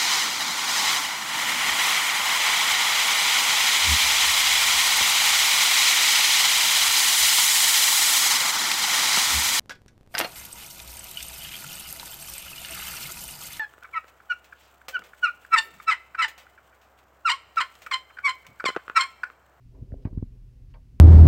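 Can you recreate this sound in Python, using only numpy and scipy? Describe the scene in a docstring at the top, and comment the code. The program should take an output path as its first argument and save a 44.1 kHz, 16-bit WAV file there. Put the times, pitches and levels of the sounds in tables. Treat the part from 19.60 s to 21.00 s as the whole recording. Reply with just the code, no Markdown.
"""Sharp, ringing clicks and dull thumps: a brass clock movement is worked by hand in a quiet room.
Its levers drop and set the plates and the wooden case ringing, close to a hand-held microphone.
Handling knocks on the microphone's body make the thumps. There are also small dry snaps as parts
catch and slip, a faint rub and a low rumble, with mains hum and a soft hiss underneath."""
import sys
import numpy as np
from scipy import signal
from scipy.fft import rfft, irfft
from scipy.io import wavfile

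SR = 44100
rng = np.random.default_rng(int(sys.argv[2]) if len(sys.argv) > 2 else 0)


def master_out(mix):
    """Clip the mix to full scale and print it as 16-bit PCM to the path in sys.argv[1]."""
    frames = np.transpose(np.atleast_2d(mix))
    ceiling = np.clip(frames, -1, 1)
    pcm = np.round(ceiling * 32767).astype(np.int16)
    wavfile.write(sys.argv[1], SR, pcm)


N = 61739


def undb(db):
    """Turn decibels into a number to multiply by."""
    return 10 ** (np.asarray(db) / 20)


def unit(x):
    """Scale a sound to an average (rms) strength of 1."""
    return x / np.sqrt(np.mean(x ** 2))


def filtered(x, response):
    """Reshape the tone of x; response gives the gain at each frequency."""
    return irfft(rfft(x, 2 * N) * response(np.arange(N + 1) * SR / (2 * N) + 1e-6))[:N]


def shaped_noise(response):
    """Noise of strength 1 whose tone follows response."""
    f = np.fft.rfftfreq(N, 1 / SR) + 1e-6
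    return unit(irfft(rfft(rng.standard_normal(N)) * response(f), N))


def noise(points):
    """Noise of strength 1 whose tone follows points of f/Hz, level/dB."""
    hz, db = np.array(points).T
    return shaped_noise(lambda f: undb(np.interp(np.log(f), np.log(hz), db)))


def curve(points):
    """A volume curve through points of t/s, level/dB."""
    times, db = np.array(points).T
    return undb(np.interp(np.arange(N) / SR, times, db))


def add(out, start_s, sound):
    """Mix a sound in from a given time on."""
    i = max(int(start_s * SR), 0)
    out[i:] += sound[:N - i]


def fade(t, ring_s):
    """Die away by 60 dB over the ring time."""
    return np.exp(-np.log(1000) * t / ring_s)


def hum_and_hiss(t):
    """Mains hum wavers in loudness over a steady hiss."""
    # tone of the hiss: f/Hz, level/dB
    hiss_tone = [(100, 5.5), (600, 4), (1400, 0), (2700, 1), (3600, -3), (5200, -3), (8000, -8.5),
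                 (15000, -11)]
    hum_hz, hum_db, waver_db, hiss_db = 120.06, -55.5, 3.5, -75.5
    waver = np.interp(t, np.linspace(0, t[-1], 12), rng.standard_normal(12))
    hum = np.sqrt(2) * np.sin(2 * np.pi * (hum_hz * t + rng.random()))
    return undb(hum_db + waver_db * waver) * hum + undb(hiss_db) * noise(hiss_tone)


def rumble_and_rub():
    """The moving hand rumbles and rubs, stirring a few low resonances (favoured pitches)."""
    # loudness of the rumble: t/s, level/dB
    rumble_level = [(0, -63.5), (.07, -44), (.12, -48.5), (.17, -51), (.21, -40.5), (.26, -45.5),
                    (.37, -38), (.42, -50.5), (.51, -39), (.69, -41), (.78, -50.5), (.85, -45.5),
                    (.9, -54.5), (1.02, -48), (1.05, -50), (1.13, -45), (1.29, -50), (1.37, -42.5)]
    # tone of the rumble: f/Hz, level/dB
    rumble_tone = [(18, -10.5), (40, 9.5), (65, -0.5), (95, -4.5), (150, -9), (200, -18), (265, -19),
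                   (330, -28), (600, -48.5), (1200, -73)]
    # loudness of the rubbing: t/s, level/dB
    rub_level = [(0, -79), (.09, -80.5), (.135, -60.5), (.2, -54), (.26, -65.5), (.32, -55), (.43, -61),
                 (.55, -58), (.69, -76), (.755, -62.5), (.82, -77), (.92, -69.5), (1.0, -68.5),
                 (1.08, -79.5), (1.27, -81.5), (1.37, -70.5)]
    # resonances that the rubbing stirs: f/Hz, width/Hz, level/dB
    rub_modes = [(270.5, 31, 3.5), (392.6, 43, 3), (505.7, 48, -5.5), (630, 150, -17.5), (910, 370, -26)]
    rub = shaped_noise(lambda f: sum(undb(db) / (1 + ((f - hz) / (width / 2)) ** 2)
                                     for hz, width, db in rub_modes))
    return curve(rumble_level) * noise(rumble_tone) + curve(rub_level) * rub


def lever_slides(t):
    """Brass slides on brass with a brief, soft hiss before a lever drops."""
    # each slide: t/s at its middle, half-length/s, level/dB
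    slides = [(0.427, 0.0083, -74), (1.113, 0.012, -75.5)]
    # tone of the sliding: f/Hz, level/dB
    slide_tone = [(2000, -7.5), (3500, -6), (5000, -5), (6500, -16), (12000, -47)]
    swells = sum(undb(db) * np.exp(-.5 * ((t - at) / half_s) ** 2) for at, half_s, db in slides)
    return noise(slide_tone) * swells


def dry_snaps(t):
    """Parts catch and slip, each making a few quick wiggles that do not ring on."""
    # each snap: t/s at its middle, f/Hz, level/dB, half-length/cycles
    snaps = [(.151, 965, -60.5, 1.9), (.3212, 1660, -53.5, 1.03), (.3225, 520, -42, .6),
             (0.34, 1380, -61, 0.89), (.3415, 517, -34, 0.55), (0.45, 2650, -60, 2.3),
             (.453, 800, -41, 0.91), (.4535, 1680, -48, 1.67), (.531, 1040, -56, 0.57),
             (.575, 830, -52.5, 0.49), (.5865, 1300, -57, .6), (.6272, 710, -41.5, 0.36),
             (1.1402, 2870, -55.5, 2.2)]
    out = np.zeros(N)
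    for at, hz, db, half_length in snaps:
        cycles = hz * (t - at)
        out += undb(db) * np.sin(2 * np.pi * cycles) * np.exp(-.5 * (cycles / half_length) ** 2)
    return out


def handling_thumps(t):
    """Handling knocks on the microphone's body make dull, low thumps; longer contact sounds deeper."""
    # each knock: t/s, relative level/dB, contact time/ms
    knocks = [(0.049, -13.5, 5.8), (.197, -11, 4.2), (.215, -6.5, 2.6), (0.2256, -12, 0.94),
              (0.304, -13.5, 1.8), (0.324, -6.5, 1.08), (0.339, -15, 0.84), (0.353, -6, 10),
              (.4521, 1.5, 0.8), (0.4715, -12, 0.3), (0.5279, -13, 0.64), (0.539, -10, 12),
              (.574, 0.5, 0.91), (.593, -7.5, 2.2), (0.6255, -3, 0.51), (0.746, -40, 0.29),
              (1.012, -4, 4.3), (1.082, -5.5, 3.64)]
    # quickly dying resonances of the microphone body: f/Hz, width/Hz, level/dB
    microphone_modes = [(45.7, 28, 1), (89.2, 35.7, 3), (162, 88, -8), (236, 43, -5)]
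    boost_db, band_hz = 25, [39, 398]
    force = np.zeros(N)
    for start, db, contact_ms in knocks:
        progress = 2 * t / (contact_ms / 1000)
        knock = progress ** 3 * np.exp(-progress)  # builds up smoothly, then lets go
        add(force, start, undb(db + boost_db) * knock / knock.sum())
    force = signal.sosfilt(signal.butter(2, band_hz, "band", fs=SR, output="sos"), force)
    return filtered(force, lambda f: sum(undb(db) / (1 + 1j * (f * f - hz * hz) / (f * width))
                                         for hz, width, db in microphone_modes))


def lever_clicks(t):
    """A dropping lever rings the plates and case, with a clatter; where it lands sets the tone."""
    # each drop: t/s, relative level/dB, brightness/Hz, place (0 = heavy lever, 1 = light lever)
    drops = [(.150, -15, 695, 1), (.448, -11.5, 3500, .2), (.452, 0.5, 2800, 0.36), (.471, -8.5, 1005, 0),
             (.742, -33, 600, 0.029), (1.140, -10.5, 3500, 1), (1.143, -7, 2970, 0.98),
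             (1.157, -12, 920, 0.84)]
    # ringing tones of plates and case: f/Hz, heavy-lever level/dB, light-lever level/dB, ring time/s
    plate_modes = [(631, 0, -3, .16), (820, 3, -14, .1), (920, 2, 3, .12), (970, -2, 0, .11),
                   (1061, -6, 1, .11), (1139, -4, -13, .11), (1348, -13, -18, .11), (1567, 1, -2, .08),
                   (1668, -2, -18, .07), (1930, -3, -16, .09), (2222, -3, -9, .09), (2310, -16, -4, .08),
                   (2453, -4, -20, .08), (2724, -20, -1, .045), (3000, -7, -13, .06), (3300, -24, -4, .05),
                   (4100, -6, -22, .03), (4517, -28, 3, .08)]
    # noisy ring of the gears and the room: f/Hz, level/dB, ring time/s
    clatter_bands = [(470, -7, .18), (650, -8, 0.16), (972, -4.5, 0.12), (1660, -9, 0.062),
                     (2130, -8, 0.058), (2960, -22.5, 0.03), (4330, -15, 0.094)]
    plate_gain_db, clatter_gain_db, soften_hz = -54, -47, 6500
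    out = np.zeros(N)
    for start, db, bright_hz, place in drops:
        ring = np.zeros(N)
        for k, (hz, heavy_db, light_db, ring_s) in enumerate(plate_modes):
            gain = undb(np.interp(place, [0, 1], [heavy_db, light_db]) + plate_gain_db)
            direction = (-1) ** k  # every other tone starts by swinging the opposite way
            ring += direction * gain * fade(t, ring_s) * np.sin(2 * np.pi * hz * t)
        for hz, band_db, ring_s in clatter_bands:
            band = signal.butter(3, [hz / 1.24, hz * 1.24], "band", fs=SR, output="sos")
            clatter = unit(signal.sosfilt(band, rng.standard_normal(N)))
            ring += undb(band_db + clatter_gain_db) * fade(t, ring_s) * clatter
        treble_cut = signal.butter(1, bright_hz, fs=SR)
        add(out, start, undb(db) * signal.lfilter(*treble_cut, ring))
    return filtered(out, lambda f: 1 / (1 + 1j * f / soften_hz) ** 2)


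def scene():
    """Add all the sounds together in one channel."""
    t = np.arange(N) / SR
    background = hum_and_hiss(t) + rumble_and_rub()
    return (background + lever_slides(t) + dry_snaps(t) + handling_thumps(t) + lever_clicks(t))[None]


def record(dry):
    """Fade both ends briefly and cut the highest treble."""
    edge_s, top_hz = .008, 15750
    t = np.arange(N) / SR
    to_edge_s = np.minimum(t, t[-1] - t)
    ease = np.sin(np.pi / 2 * np.minimum(to_edge_s / edge_s, 1)) ** 2
    return signal.sosfilt(signal.ellip(10, .2, 70, top_hz, fs=SR, output="sos"), dry * ease)


dry = scene()
out = record(dry)
master_out(out)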